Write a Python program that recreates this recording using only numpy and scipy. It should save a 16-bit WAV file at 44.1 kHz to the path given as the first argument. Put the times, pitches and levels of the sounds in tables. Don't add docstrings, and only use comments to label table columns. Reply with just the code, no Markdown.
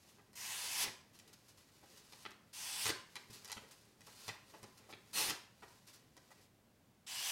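import sys
import numpy as np
from scipy import signal
from scipy.fft import rfft, irfft
from scipy.io import wavfile

SR = 44100
rng = np.random.default_rng(int(sys.argv[2]) if len(sys.argv) > 2 else 0)


def store_wav(level_fs):
    pcm = np.round(np.clip(np.atleast_2d(level_fs), -1, 1) * 32767)
    wavfile.write(sys.argv[1], SR, pcm.T.astype(np.int16))


N = 322371
TIME_S = np.arange(N) / SR


def from_db(db):
    return np.exp(np.asarray(db) * (np.log(10) / 20))


def rms_one(x):
    return x / np.sqrt(np.mean(x ** 2) + 1e-20)


def at_hz(points, hz):
    points = np.array(points)
    return np.interp(np.log(np.maximum(hz, 1)), np.log(points[:, 0]), points[:, 1])


def colour(x, *spectra, size=2048):
    hz = np.arange(size // 2 + 1) * SR / size
    cepstrum = irfft(np.log(from_db(sum(at_hz(points, hz) for points in spectra))))
    cepstrum[1:size // 2] *= 2
    cepstrum[size // 2 + 1:] = 0
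    return signal.fftconvolve(x, irfft(np.exp(rfft(cepstrum))))[:len(x)]


def band(x, low_hz, high_hz):
    return signal.sosfilt(signal.butter(2, [low_hz, high_hz], "band", fs=SR, output="sos"), x)


def ring(x, modes):
    return x + sum(from_db(db) * signal.lfilter(*signal.iirpeak(hz, hz / width_hz, fs=SR), x + 1e-18)
                   for hz, width_hz, db in modes)


def drift(per_s):
    knots = rng.standard_normal(N // 20)
    return rms_one(np.interp(TIME_S * per_s, np.arange(len(knots)), knots))


def grains(per_s, spread_db):
    sizes = from_db(spread_db * np.clip(rng.standard_normal(N), -2, 2)) * rng.choice([-1, 1], N)
    return rms_one(sizes * (rng.random(N) < per_s / SR))


def add(track, t_s, sound):
    start = max(round(t_s * SR), 0)
    track[start:start + len(sound)] += sound[:N - start]


def swells(rows, lead_s):
    out = np.zeros(N)
    for t_s, db, fade_s in rows:
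        progress = np.arange(SR // 3) / SR / fade_s
        add(out, t_s - lead_s, from_db(db) * progress * np.exp(1 - progress))
    return out


def hump(t_s, rise_s, fall_s):
    out, near = np.zeros(N), np.abs(TIME_S - t_s) < 1
    since_s = TIME_S[near] - t_s
    out[near] = np.exp(-(since_s / np.where(since_s < 0, rise_s, fall_s)) ** 2)
    return out


# f/Hz, level/dB
AMBIENCE_SPECTRUM = [(15, -71), (25, -19.5), (64, -10.5), (110, -2), (152, -6.5), (221, -5.5), (267, -9),
                     (297, -9.5), (378, -13.5), (523, -15.5), (582, -14.5), (970, -20), (1340, -23),
                     (10900, -32.5), (15500, -33.5)]
def ambience(level_db=-69.5):
    return from_db(level_db) * rms_one(colour(rng.standard_normal(N), AMBIENCE_SPECTRUM, size=8192))


# fastest t/s, rise/s, relative rub level/dB, relative flex level/dB
SHEET_MOVES = [(0.07, 0.16, -68, -80), (1.19, 0.05, -76, -72), (1.45, 0.12, -73, -92),
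               (1.94, 0.22, -64.5, -79), (2.18, 0.13, -60.5, -90), (3.15, 0.064, -65.5, -66),
               (3.36, 0.067, -63, -67), (3.54, 0.12, -64, -64), (3.82, 0.19, -69, -81),
               (4.12, 0.077, -60.5, -75), (4.23, 0.049, -57.5, -89), (4.51, 0.067, -68, -69),
               (4.72, 0.23, -71.5, -76), (4.88, 0.085, -74, -71), (5.1, 0.083, -69, -75),
               (5.71, 0.13, -67, -79), (5.92, .08, -74.5, -99), (6.32, 0.13, -74, -88)]
def handling(hold_db, column, fall_s=0.098, still_s=6.5):
    holding = from_db(hold_db) * np.clip((still_s - TIME_S) / 0.047, 0, 1)
    return holding + sum(from_db(move[column]) * hump(move[0], move[1], fall_s) for move in SHEET_MOVES)


# t/s, relative level/dB, fade/s
FINGER_BRUSHES = [(1.131, -56, 0.016), (1.278, -48.5, 0.0048), (1.331, -43, 0.0047), (1.483, -51.5, .009),
                  (1.573, -53.5, 0.013), (1.975, -55.5, 0.0091), (3.304, -49.5, 0.0061),
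                  (3.329, -46.5, .013), (3.712, -47.5, 0.0066), (4.068, -50, 0.0055), (4.266, -49, 0.0091),
                  (4.776, -52.5, .007), (4.892, -51, 0.013), (5.87, -48.5, 0.016), (5.933, -53.5, 0.015),
                  (6.307, -58, .007), (6.409, -59, 0.013)]
# f/Hz, level/dB
RUB_SPECTRUM = [(300, -6.5), (900, -7.5), (1500, -3.5), (2400, -4.5), (4500, 2.5), (8000, -1.5),
                (12000, -4.5), (15500, -12)]
def sliding():
    slides = from_db(-3.5) * handling(hold_db=-77.5, column=2)
    brushes = from_db(-11.5) * swells(FINGER_BRUSHES, lead_s=0.003)
    rub = grains(per_s=8000, spread_db=4.5) * from_db(1.5 * drift(per_s=90))
    return (slides + brushes) * rms_one(colour(rub, RUB_SPECTRUM))


# f/Hz, level/dB
FLEX_SPECTRUM = [(150, -13), (500, 1.5), (950, -9), (1500, -8), (2400, -7.5), (5000, -14.5), (12000, -19)]
def flexing():
    crinkles = grains(per_s=1200, spread_db=4) * from_db(3 * drift(per_s=45))
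    return from_db(-9) * handling(hold_db=-73.5, column=3) * rms_one(colour(crinkles, FLEX_SPECTRUM))


# t/s, relative level/dB
SHEET_FLAPS = [(0.185, -54), (0.633, -48), (1.83, -52), (2.127, -56), (4.073, -49), (4.34, -50),
               (4.54, -44.5), (4.634, -46), (4.892, -45.5), (5.624, -40), (6.167, -52.5), (6.307, -51)]
# f/Hz, level/dB
FLAP_SPECTRUM = [(100, -12), (350, -6), (600, 1), (950, -2.5), (1600, -5), (3000, -14), (5000, -20),
                 (12000, -29)]
def flapping(fade_s=0.0053):
    envelope = swells([(t_s, db, fade_s) for t_s, db in SHEET_FLAPS], lead_s=0.0036)
    crinkles = grains(per_s=6000, spread_db=2)
    return from_db(-13) * envelope * rms_one(colour(crinkles, FLAP_SPECTRUM))


# t/s, level/dB, thud/dB, crack/dB; the row at 5.297 s is the blade tearing out of the
BUCKLES = [(0.331, -53.5, -26, 0), (1.189, -47.5, -15, 1), (2.123, -45.5, -24, -7),
           (2.252, -36.5, -17, -31), (2.306, -48.5, -18, -7), (2.856, -26.5, -21, -11.5),
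           (2.893, -26, -18, -10), (3.155, -35.5, -24, -11), (3.446, -40.5, -32, -1),
           (3.477, -44.5, -35, -1), (3.498, -40.5, -21, -11), (3.517, -32, -45, -3),
           (3.569, -40, -12.5, -22), (4.007, -51, -33, -4), (4.28, -32, -10.5, -7.5),
           (4.287, -37.5, -36, -54), (4.63, -44.5, -6, 0), (4.926, -40.5, -17.5, -32), (5.174, -29, -29, 2),
           (5.297, -27.5, -25, -3.5), (6.167, -50, -11, 1)]
# f/Hz, level/dB
POP_SPECTRUM = [(30, -27), (90, -1), (250, -8.5), (500, -7), (900, -5), (2800, -4), (5000, -2.5),
                (9000, -9), (12000, -9), (15500, -24)]
def buckling(fade_s=0.0045, size=4096):
    out, age_s = np.zeros(N), np.arange(size) / SR
    for t_s, db, thud_db, crack_db in BUCKLES:
        creases = rng.standard_normal(size) * np.exp(-age_s / fade_s)
        crispness = np.clip(from_db(crack_db + 2), 0.5, 0.8)
        snap = crispness * np.linalg.norm(creases) * (age_s == 0)
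        tilt = [(250, thud_db + 23), (800, 0.036), (3400, 0.0057), (8000, crack_db + 6)]
        pop = rms_one(colour(creases + snap, POP_SPECTRUM, tilt))
        add(out, t_s + 0.0008, from_db(db - 21) * pop)
    return out


def fibres(bands=22, wander_db=2):
    snaps = [grains(per_s=24000, spread_db=3) for _ in range(2)]
    edges_hz = np.r_[100, np.linspace(1500, 16500, bands)]
    out = np.zeros(N)
    for k, (low_hz, high_hz) in enumerate(zip(edges_hz, edges_hz[1:])):
        depth_db = wander_db * min(k / 4, 1)
        out += band(snaps[k % 2], low_hz, high_hz) * from_db(depth_db * drift(per_s=15))
    return rms_one(out)


def stroke(cut, depth, bite_s=0.0062, run_out_db_per_s=753):
    enter_s, fastest_s, leave_s, _, surge_db, _, _, sink_s = cut
    bite = np.clip((TIME_S - enter_s) / bite_s + 0.5, 0, 1)
    sinking_db = 11 * np.exp(-np.clip(TIME_S - enter_s, 0, 1) / sink_s)
    pull_db = surge_db * hump(fastest_s, rise_s=0.06, fall_s=0.057)
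    run_out_db = run_out_db_per_s * np.clip(TIME_S - leave_s, 0, 1)
    return bite * from_db(depth * (pull_db - sinking_db) - run_out_db)


# enter t/s, fastest t/s, leave t/s, rasp/dB, surge/dB, edge/dB, strip/dB, sink/s
BLADE_CUTS = [(0.354, 0.827, 0.84, -47, 8, 0, -11.5, 0.061), (2.531, 2.853, 2.9, -46, 4.5, 1, -12.5, 0.091),
              (5.131, 5.192, 5.303, -46, 8, 1.5, -5, 0.02),
              (7.067, 7.288, 7.334, -44, 3.5, -2.5, -16, 0.054)]
# (f/Hz, width/Hz, gain/dB)
FREE_SHEET_MODES = [
    [(2070, 290, -7), (6540, 870, -10), (11300, 360, -19), (12600, 700, -14)],
    [(3410, 340, -5), (4670, 1200, -4.5), (7500, 390, -8), (8700, 630, -7)],
    [(4200, 200, 1), (6040, 260, -14), (9400, 410, -3), (13100, 600, -7)],
    [(3170, 1100, -1.5), (4700, 780, -5), (5960, 310, -5), (8560, 400, -2)],
]
# f/Hz, level/dB
RASP_SPECTRUM = [(150, -37), (480, -13.5), (720, -4), (830, -2), (1050, -4.5), (1450, -3.5), (2200, 1.5),
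                 (5800, 2.5), (6900, -0.5), (9500, 0.5), (13000, -3.5), (15500, -9.5)]
def slicing(brightening=0.22):
    snaps = colour(fibres() * from_db(0.5 * drift(per_s=160)), RASP_SPECTRUM)
    out = np.zeros(N)
    for cut, modes in zip(BLADE_CUTS, FREE_SHEET_MODES):
        rasp_db, edge_db = cut[3], cut[5]
        rasp = ring(snaps, modes)
        body = rms_one(signal.sosfilt(signal.butter(4, 7100, fs=SR, output="sos"), rasp))
        edge = rms_one(signal.sosfilt(signal.butter(4, 7600, "high", fs=SR, output="sos"), rasp))
        speed = stroke(cut, depth=0.9)
        brightness = from_db(edge_db - 2.5) * speed ** brightening
        out += from_db(rasp_db) * speed * (from_db(-0.72) * body + brightness * edge)
    return out


# t/s, relative level/dB
FREED_STRIPS = [(0.862, -47.5), (2.887, -47.5), (5.306, -47)]
# f/Hz, level/dB
FLUTTER_SPECTRUM = [(40, -8), (130, 1), (290, -2), (380, -5.5), (500, -3), (950, -4.5), (2000, -5.5),
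                    (4000, -6.5), (9000, -15.5)]
def flutter(stiff_db=-47.5):
    crinkles = grains(per_s=2500, spread_db=2)
    attached = np.zeros(N)
    for cut in BLADE_CUTS:
        rasp_db, strip_db = cut[3], cut[6]
        attached += from_db(rasp_db + strip_db) * stroke(cut, depth=0.57)
    freed = sum(from_db(db) * hump(t_s, rise_s=0.047, fall_s=0.037) for t_s, db in FREED_STRIPS)
    swing = np.hypot(attached, freed)
    looseness = swing / (swing + from_db(stiff_db))
    return from_db(3) * swing * looseness * rms_one(colour(crinkles, FLUTTER_SPECTRUM))


# t/s, relative level/dB
HAND_BUMPS = [(0.881, -61), (2.896, -63), (3.302, -59), (3.568, -58.5), (4.284, -58.5), (4.634, -61),
              (5.288, -63), (5.323, -63.5)]
# f/Hz, level/dB, t60/s
DESK_THUD_MODES = [(78.4, -7, 0.079), (125.5, 5, 0.073), (222, 0, 0.079), (342, -4, 0.042)]
def bumps(attack_s=0.00074, spread_db=2, size=8192):
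    out, age_s = np.zeros(N), np.arange(size) / SR
    attack = 1 - np.exp(-age_s / attack_s)
    for t_s, db in HAND_BUMPS:
        for hz, mode_db, t60_s in DESK_THUD_MODES:
            start_db = db + 3 + mode_db + spread_db * rng.standard_normal()
            fade = from_db(start_db - 60 * age_s / t60_s)
            add(out, t_s - 0.003, attack * fade * np.sin(2 * np.pi * hz * age_s))
    return out


# f/Hz, t60/s
ROOM_DECAY = [(200, 0.24), (1400, 0.51), (3700, 0.42), (7000, 0.41), (13000, 0.32)]
def room(x, wall_db, tail_db, wall_delay_s=0.0088, size=24000):
    age_s = np.arange(size) / SR
    walls = band(rng.standard_normal(size), 225, 6230) * np.exp(-((age_s - wall_delay_s) / 0.0034) ** 2)
    edges_hz = np.geomspace(80, 16000, 9)
    tail = np.zeros(size)
    for low_hz, high_hz in zip(edges_hz, edges_hz[1:]):
        t60_s = at_hz(ROOM_DECAY, np.sqrt(low_hz * high_hz))
        tail += band(rng.standard_normal(size), low_hz, high_hz) * from_db(-60 * age_s / t60_s)
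    build_up = np.clip(age_s / 0.013 - 0.4, 0, 1)
    tail = colour(tail * build_up, [(300, 0.5), (4500, -3.5), (9000, -7), (15000, -10)])
    response = (from_db(wall_db) * rms_one(walls) + from_db(tail_db) * rms_one(tail)) / np.sqrt(size)
    return x + signal.fftconvolve(x, response)[:N]


# f/Hz, width/Hz, gain/dB
SHEET_DESK_MODES = [(378, 18, 2.5), (833, 16, 0), (1022, 98, 4.5), (1180, 8.9, 2), (1590, 100, -14),
                    (1880, 107, -7.5), (2300, 180, -10), (2590, 48, -5.5), (2910, 42, -6), (3600, 50, -37),
                    (4850, 89, -7)]
def scene():
    friction = ring(slicing() + sliding(), SHEET_DESK_MODES)
    friction = room(friction, wall_db=-10, tail_db=-10.5)
    bending = ring(buckling() + flutter() + flexing() + flapping() + bumps(), SHEET_DESK_MODES)
    bending = room(bending, wall_db=-1.5, tail_db=-5.5)
    return (from_db(-1) * friction + from_db(-2.5) * bending + ambience())[None]


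def record(dry):
    return signal.sosfilt(signal.ellip(12, 0.1, 80, 15850, fs=SR, output="sos"), dry)


dry = scene()
out = record(dry)
store_wav(out)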